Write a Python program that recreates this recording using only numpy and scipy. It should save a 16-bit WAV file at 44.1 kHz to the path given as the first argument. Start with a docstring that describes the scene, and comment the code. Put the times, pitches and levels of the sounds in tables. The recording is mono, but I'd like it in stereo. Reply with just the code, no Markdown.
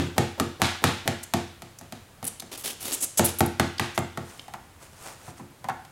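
"""A wet car door window is scrubbed in a garage, over steady hum and hiss.
0-2.4 s: quick strokes, firm then light. The pad slaps, pane and door ring, the water film swishes.
From 1.2 s water spurts at the window's edge; at 2.5-3.3 s the pad scuffs along it.
3.2-4.2 s: a second run of strokes, the slaps growing duller.
From 4.2 s a shirt rustles; from 4.5 s plastic tools knock against the door."""
import sys
import numpy as np
from scipy import signal
from scipy.fft import rfft, irfft
from scipy.io import wavfile
from scipy.ndimage import uniform_filter1d

SR = 44100
rng = np.random.default_rng(int(sys.argv[2]) if len(sys.argv) > 2 else 0)


def waveform_to_disk(signal):
    """Save audio, clipped to [-1, 1], as 16-bit WAV at the path in sys.argv[1]."""
    frames = np.transpose(np.atleast_2d(signal))
    scaled = np.clip(frames, -1, 1) * 32767
    samples = np.round(scaled).astype(np.int16)
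    wavfile.write(sys.argv[1], SR, samples)


N = 260631
T = np.arange(int(.5 * SR)) / SR  # time within one event, s

# pad strokes: start_s, slap_db, squareness (0-1), swish_rel_db, knock_centre_hz, thump_centre_hz
PAD_STROKES = [ (-.034, -16, 1, -38.5, 740, 128), (.1807, -19, 0.7, -41, 477, 226),
               (0.3987, -19.5, 0.39, -48, 1300, 226), (0.6177, -16.5, 0.15, -31, 820, 170),
               (.840, -16, 0.37, -33, 1300, 128), (1.0768, -17, 0, -45, 700, 128),
               (1.3371, -20, 0.53, -43, 735, 226), (1.6206, -39, 0.31, -60, 716, 128),
               (1.812, -47, 0.85, -64, 710, 226), (1.9234, -35.5, 0.35, -57.5, 720, 170),
               (2.228, -39, 0.85, -54, 500, 256), (2.423, -42.5, 0.56, -75, 536, 256),
               (3.1943, -20, 0.85, -40, 540, 347), (3.406, -20, 0.87, -45.5, 840, 347),
               (3.597, -17, 0.34, -43, 1500, 347), (3.7961, -19, 0, -40, 2200, 128),
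               (3.9772, -20, 0.24, -64, 650, 226), (4.174, -33, 0.87, -57, 1295, 128)]
# glass bending, damped by the pad: pitch_hz, gain_db, t60_s
GLASS_MODES = [(390, -4.5, 0.17), (474.4, -10.5, 0.24), (581, -2.5, 0.082), (649.7, -1, 0.094),
               (709, 4.5, 0.045), (774, -1, 0.08), (873, 5.5, 0.038), (1128, 1.5, 0.031),
               (1307, 7.5, 0.019), (1550, 8.5, 0.01), (1880, 0, 0.037), (2260, 6.5, 0.012)]
# pane and door flexing as a whole: pitch_hz, gain_db, t60_s
DOOR_FLEX_MODES = [(86.1, -4, 0.52), (100.8, 1.5, 0.25), (128.1, 0, 0.29), (171.5, 3, 0.16), (227, 3, 0.16),
                   (256, -5, 0.19), (346, -4.5, 0.3)]
# first contact: freq_hz, gain_db
SLAP_SPECTRUM = [(40, -19), (130, -4.5), (500, -8.5), (1300, -1), (2200, 1.5), (2800, -1), (3600, 3),
                 (5300, -0.5), (7700, 0), (9500, -2.5), (11500, -0.5), (16000, -15.5)]
# sheared water film: freq_hz, gain_db
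SWISH_SPECTRUM = [(200, -28), (700, 7.5), (3900, 8), (5700, -0.5), (8500, -3.5), (12000, -10.5),
                  (16000, -28)]
# pad grazing the glass: freq_hz, gain_db
BRUSH_SPECTRUM = [(80, -9), (200, 2), (800, 1), (1300, -14.5), (12000, -26.5)]
# short hisses and clicks at the glass (water spurts, one rasping pad scuff, one sharp click):
# start_s, length_s, level_db, resonance_hz
HISSES_AND_CLICKS = [ (1.229, 0.012, -35, 7000), (1.786, 0.0058, -40.5, 6100), (2.242, 0.0025, -30, 9900),
                     (2.249, 0.0059, -29.5, 10300), (2.265, 0.01, -30, 9000), (2.275, 0.0078, -25.5, 9000),
                     (2.397, 0.0064, -32.5, 4400), (2.662, 0.037, -39, 2800), (2.924, 0.025, -26, 7600),
                     (3.003, 0.022, -31, 7700), (3.021, .024, -24, 7500), (3.172, .017, -20, 6900),
                     (3.242, .022, -20, 10400), (3.386, 0.0026, -25, 11500), (3.389, 0.0083, -26, 10800),
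                     (3.46, .005, -29.5, 11200), (3.944, 0.02, -44, 6200), (3.988, .003, -31.5, 7050)]
# pad along the wet edge: start_s, length_s, level_db, treble_db
EDGE_SCUFFS = [ (2.514, 0.05, -38.5, -6), (2.572, 0.059, -40.5, 5), (2.633, 0.11, -33, -0.5),
               (2.797, 0.12, -36.5, 3), (2.834, 0.17, -36.5, -2.5), (3.264, 0.051, -33, -0.5)]
# wet ticks on the glass: start_s, level_db, pitch_hz
WET_TICKS = [(3.781, -31, 4580), (4.3928, -35.5, 3040)]
# fine droplets: freq_hz, gain_db
SPRAY_SPECTRUM = [(100, -12), (300, 6), (800, 1), (1700, -3.5), (3200, 4), (5000, 1), (8000, 1.5),
                  (11000, 4), (13200, -2), (16000, -6.5)]
# tools against the door: start_s, click_db, knock_db, thump_db
TOOL_HITS = [ (4.481, -46, -44, -59.5), (4.5377, -38, -37.5, -52), (5.279, -66, -45.5, -45),
             (5.396, -63, -46.5, -44), (5.643, -41, -39, -46.5), (5.6864, -36.5, -28, -48),
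             (5.697, -41, -31, -46.5), (5.85, -47.5, -59, -79)]
# hollow plastic tool: pitch_hz, gain_db, t60_s
PLASTIC_MODES = [(760, 8.5, 0.02), (870, 1.5, 0.026), (1025, -0.5, 0.032), (1387, -4, 0.022),
                 (1780, -4, 0.017), (1960, -5, 0.019)]
# shirt movement: time_s, gain_db
SHIRT_ENVELOPE = [(4.178, -74), (4.29, -53.5), (4.4, -59.5), (4.76, -80), (4.83, -52.5), (4.902, -66),
                  (5.076, -45.5), (5.166, -61), (5.296, -51.5), (5.352, -79), (5.378, -52), (5.5, -104)]
# rubbing cloth: freq_hz, gain_db
CLOTH_SPECTRUM = [(150, -11), (800, -2), (3800, -12), (8900, -9), (16000, -23.5)]
# garage reverb: freq_hz, echo_db, t60_s, left_right_likeness (0-1)
GARAGE_BANDS = [(80, -11, 0.36, 1), (280, -5.5, 0.31, 0.78), (630, -3, 0.31, 0.37),
                (1380, -3.5, 0.48, 0.36), (3840, -7, 0.74, 0.04), (6800, -4.5, .46, .02),
                (14800, -20, 0.34, 1)]
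# workshop hum and hiss: freq_hz, gain_db
AIR_SPECTRUM = [(20, -15), (53, -7), (96, -0.5), (319, -14.5), (976, -16), (5500, -28), (9500, -27),
                (16000, -34)]
# its stereo side, relative to the mid: freq_hz, gain_db
AIR_SIDE_SPECTRUM = [(30, -27), (100, -36), (700, -6.0), (3000, -1.0), (10000, -9)]
# direct path to each ear: freq_hz, gain_db
LEFT_SPECTRUM = [(1200, 0.11), (4500, 0.38), (9000, 0.6)]
RIGHT_SPECTRUM = [(1200, 0.2), (4500, -3.5), (9000, -2.2)]

KNOCK_REL_DB, THUMP_REL_DB, SLAP_TREBLE_DB = (-11.5, .5), (-12, -1.5), (-6, 3)  # (glancing, square)
PIVOT_DB, TREBLE_DB_PER_DB = -38, -0.19  # slaps above the pivot are duller
DRYING_START_S, DRYING_DB_PER_S = 3.35, 12.5  # later slaps lose treble
BRUSH_END_S, BRUSH_LEAD_S, BRUSH_REL_DB = 1.2, .02, -19.5
DRIBBLE_REL_DB, DRIBBLE_S, SLOSH_REL_DB = -29, 0.015, -9


def scrubbing():
    """Pad strokes as (blows, glides); a square landing knocks and thumps harder and slaps brighter."""
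    blows, glides = np.zeros(N), np.zeros(N)
    for start_s, db, squareness, swish_db, knock_hz, thump_hz in PAD_STROKES:
        knock_db = db + np.interp(squareness, (0, 1), KNOCK_REL_DB)
        thump_db = db + np.interp(squareness, (0, 1), THUMP_REL_DB)
        treble_db = np.interp(squareness, (0, 1), SLAP_TREBLE_DB)
        treble_db += TREBLE_DB_PER_DB * (db - PIVOT_DB)
        treble_db -= DRYING_DB_PER_S * max(start_s - DRYING_START_S, 0)
        knock = pane_knock(knock_db, knock_hz)
        add(blows, start_s, slap(db, treble_db) + knock + thump(thump_db, thump_hz))
        add(glides, start_s, swish(swish_db))
        if start_s < BRUSH_END_S:
            add(blows, start_s - BRUSH_LEAD_S, brush(db + BRUSH_REL_DB))
    return blows, glides


def slap(db, treble_db, crackle=0.52, crackle_s=.0008, splash=0.21, splash_s=0.0057):
    """First contact: an impulse with crackle and splash; glass carries highs ahead of lows."""
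    envelope = crackle * np.exp(-T / crackle_s) + splash * np.exp(-T / splash_s)
    push = rng.standard_normal(len(T)) * envelope
    push[0] += 1
    dispersed = signal.sosfilt([[-.6, 1, 0, 1, -.6, 0]] * 8, whiten(push))  # all-pass chain
    return level(colour(dispersed, SLAP_SPECTRUM, treble_db, shelf_hz=3200), db, 0, .004)


def pane_knock(db, centre_hz, rise_s=.0005):
    """The struck glass rings briefly in its bending modes."""
    glass = ring(GLASS_MODES, scatter_db=1.0, detune=0.0053, centre_hz=centre_hz, focus_db=7)
    return level(glass * (1 - np.exp(-T / rise_s)), db, 0, .025)


def thump(db, centre_hz=None, rise_s=0.0042, shudder=0.4, shudder_t60_s=0.31):
    """The heavy door takes milliseconds to start swinging; its trim shudders with it."""
    swing = ring(DOOR_FLEX_MODES, scatter_db=1.0, detune=0.0026, centre_hz=centre_hz, focus_db=2)
    trim = band_noise(110, 350) * undb(-60 * T / shudder_t60_s)
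    door = level(swing, 0, 0, .06) + shudder * level(trim, 0, 0, .06)
    door *= 1 - np.exp(-(T / rise_s) ** 2)
    low_cut = signal.butter(2, 95, "high", fs=SR, output="sos")  # too small to radiate deep bass
    return level(signal.sosfilt(low_cut, door), db, .005, .06)


def swish(db, rise_s=0.005, glide_s=0.037, t60_s=0.39):
    """The pad shears the water film, glides and slows."""
    speed = (1 - np.exp(-T / rise_s)) * undb(-60 * np.maximum(T - glide_s, 0) / t60_s)
    shear = colour(grit(len(T), spread_db=2.5), SWISH_SPECTRUM)
    return level(shear * speed, db, .025, .09)


def brush(db):
    """A dull rub: the pad grazes the glass before it lands."""
    rub = rng.standard_normal(len(T)) * (T < BRUSH_LEAD_S)
    return level(colour(rub, BRUSH_SPECTRUM), db, 0, BRUSH_LEAD_S)


def wet_glass():
    """Water and pad at the glass: short hisses and clicks, broad scuffs, dull ticks."""
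    out = np.zeros(N)
    for start_s, length_s, db, resonance_hz in HISSES_AND_CLICKS:
        add(out, start_s, hiss_burst(length_s, db, resonance_hz, dribble=undb(DRIBBLE_REL_DB)))
    for start_s, length_s, db, treble_db in EDGE_SCUFFS:
        add(out, start_s, scuff(length_s, db, treble_db))
    for start_s, db, pitch_hz in WET_TICKS:
        add(out, start_s, hiss_burst(length_s=0.0046, db=db, resonance_hz=pitch_hz, treble_db=-24.5))
    return out


def hiss_burst(length_s, db, resonance_hz, treble_db=0, dribble=0, q=2.7):
    """A spurt, rasp or click: droplet noise through a resonant high-pass, with broad slosh."""
    edge_s = 0.000455 + 0.22 * length_s  # long bursts start and stop more gently
    after_s = np.maximum(T - length_s, 0)
    tail = np.maximum(np.exp(-after_s / edge_s), dribble * np.exp(-after_s / DRIBBLE_S))
    envelope = np.clip(T / edge_s, 0, 1) * tail
    hiss, slosh = (colour(droplets() * envelope, SPRAY_SPECTRUM, treble_db) for _ in range(2))
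    omega = 2 * np.tan(np.pi * resonance_hz / SR)
    hiss = signal.lfilter(*signal.bilinear([1, 0, 0], [1, omega / q, omega * omega]), hiss)
    burst = level(hiss, 0, 0, length_s) + level(slosh, SLOSH_REL_DB, 0, length_s)
    return level(burst, db, 0, length_s)


def scuff(length_s, db, treble_db, skew=.75, crackle_db=4.5):
    """The pad drags through water, swelling and easing; it catches every few milliseconds."""
    progress = np.clip(T / length_s, 0, 1)
    speed = np.abs(np.sin(np.pi * progress ** skew)) ** 0.91
    catches = flutter(crackle_db, step_samples=200)
    return level(colour(droplets() * speed * catches, SPRAY_SPECTRUM, treble_db), db, 0, length_s)


def droplets():
    """Gritty water hiss, sputtering from one millisecond to the next."""
    return flutter(spread_db=2.5, step_samples=60) * grit(len(T), spread_db=-0.5)


def tools(chatter=0.31, chatter_s=0.011, rise_s=.004):
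    """Hollow plastic clicks, rings and chatters against the door, which thumps."""
    out = np.zeros(N)
    for start_s, click_db, knock_db, thump_db in TOOL_HITS:
        body = ring(PLASTIC_MODES, scatter_db=-3.0, detune=0.019, centre_hz=913, focus_db=1)
        rub = band_noise(500, 1700) * np.exp(-T / chatter_s)
        plastic = level(body, 0, 0, .025) + chatter * level(rub, 0, 0, .025)
        knock = level(plastic * (1 - np.exp(-T / rise_s)), knock_db, 0, .025)
        add(out, start_s, slap(click_db, treble_db=-4) + knock + thump(thump_db))
    return out


def shirt():
    """Cloth rustles as the body bends down."""
    time_s, gain_db = np.transpose(SHIRT_ENVELOPE)
    movement = undb(np.interp(np.arange(N) / SR, time_s, gain_db, left=-120, right=-120))
    cloth = colour(grit(N, spread_db=4.0), CLOTH_SPECTRUM)
    return level(cloth, 5.5) * movement


def garage(x, first_echo_s=0.0038, build_s=0.0053):
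    """Dense stereo echoes, decaying per quarter-octave band; the bass is alike at both ears."""
    points_hz, echo_db, t60_s, likeness = np.transpose(GARAGE_BANDS)
    hz = np.fft.rfftfreq(len(T), 1 / SR)
    noise = rfft(rng.standard_normal((2, len(T))))
    onset = np.clip((T - first_echo_s) / build_s, 0, 1)
    response = 0
    for centre_hz in 45 * 2 ** np.arange(0, 8.75, .25):
        inside = (hz >= centre_hz / 2 ** .125) & (hz < centre_hz * 2 ** .125)
        decay = undb(-60 * T / log_interp(centre_hz, points_hz, t60_s))
        band = irfft(noise * inside, len(T)) * onset * decay
        mid, side = band * np.sqrt(inside.mean() / np.sum(band ** 2, axis=1, keepdims=True))
        alike = np.clip(log_interp(centre_hz, points_hz, likeness), 0, 1)
        pair = stereo(mid * np.sqrt((1 + alike) / 2), side * np.sqrt((1 - alike) / 2))
        response += undb(log_interp(centre_hz, points_hz, echo_db)) * pair
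    return signal.fftconvolve(x[None], response, axes=1)[:, :N]


def shop_air():
    """Steady workshop hum and hiss, wider in the midrange than in the bass."""
    mid, side = (level(colour(rng.standard_normal(N), AIR_SPECTRUM), -52.4) for _ in range(2))
    return stereo(mid, colour(side, AIR_SIDE_SPECTRUM))


def ring(modes, scatter_db, detune, centre_hz, focus_db):
    """Decaying modes; each blow hits another spot and favours those near centre_hz, if given."""
    hz, db, t60_s = np.transpose(modes)[:, :, None]
    size, shift, phase = rng.standard_normal((3, len(modes), 1))
    if centre_hz:
        db = db + focus_db / (1 + (np.log2(hz / centre_hz) / 0.19) ** 2)
    waves = np.sin(2 * np.pi * (hz * (1 + detune * shift) * T + phase))
    return np.sum(undb(db + scatter_db * size - 60 * T / t60_s) * waves, axis=0)


def grit(count, spread_db):
    """Noise in 16-sample grains of random size."""
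    sizes = np.repeat(undb(spread_db * rng.standard_normal(count)), 16)[:count]
    return rng.standard_normal(count) * sizes


def flutter(spread_db, step_samples):
    """Gain gliding between random values."""
    knots_s = T[::step_samples]
    return undb(spread_db * np.interp(T, knots_s, rng.standard_normal(len(knots_s))))


def band_noise(low_hz, high_hz):
    """Band-passed noise, one event long."""
    band = signal.butter(2, [low_hz, high_hz], "band", fs=SR, output="sos")
    return signal.sosfilt(band, rng.standard_normal(len(T)))


def whiten(x, smooth_hz=800):
    """Flatten a burst's broad resonances so it has no pitch."""
    hz = np.fft.rfftfreq(len(x), 1 / SR)
    power = uniform_filter1d(np.abs(rfft(x)) ** 2, int(smooth_hz / hz[1]))
    return colour(x, np.column_stack([hz, -10 * np.log10(power)])[1:])


def colour(x, spectrum, treble_db=0, shelf_hz=6500, size=4096):
    """Minimum-phase filter: a spectrum plus a treble shelf."""
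    hz = np.fft.rfftfreq(size, 1 / SR)
    shelf_db = treble_db * hz ** 4 / (hz ** 4 + shelf_hz ** 4)
    db = log_interp(hz, *np.transpose(spectrum)) + shelf_db
    cepstrum = irfft(np.log(undb(db)))
    cepstrum[1:size // 2] *= 2
    cepstrum[size // 2 + 1:] = 0
    return signal.fftconvolve(x, irfft(np.exp(rfft(cepstrum))))[:len(x)]


def log_interp(hz, points_hz, values):
    """Interpolate on a log-frequency axis."""
    return np.interp(np.log(np.maximum(hz, 1)), np.log(points_hz), values)


def undb(db):
    """Decibels to gain."""
    return 10 ** (np.asarray(db) / 20)


def level(x, db, start_s=0, end_s=None):
    """Scale x to an rms level between two times."""
    part = x[int(start_s * SR):None if end_s is None else int(end_s * SR)]
    return x * undb(db) / np.sqrt(np.mean(part ** 2))


def add(out, start_s, x):
    """Mix x into out, cut at both ends."""
    i = int(round(start_s * SR))
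    x, i = x[max(-i, 0):], max(i, 0)
    out[i:i + len(x)] += x[:len(out) - i]


def stereo(mid, side):
    """Mid and side to left and right."""
    return np.array([mid + side, mid - side])


def scene():
    """Sources in front, a little brighter on the left; the swish spreads more into the room."""
    blows, glides = scrubbing()
    near = blows + wet_glass() + tools() + shirt()
    direct = near + undb(3.5) * glides
    ears = np.array([colour(direct, LEFT_SPECTRUM), colour(direct, RIGHT_SPECTRUM)])
    return ears + garage(near + undb(4.5) * glides) + shop_air()


def record(dry, cutoff_hz=16000):
    """Steep low-pass."""
    return signal.sosfilt(signal.ellip(10, .2, 80, cutoff_hz, fs=SR, output="sos"), dry)


dry = scene()
out = record(dry)
waveform_to_disk(out)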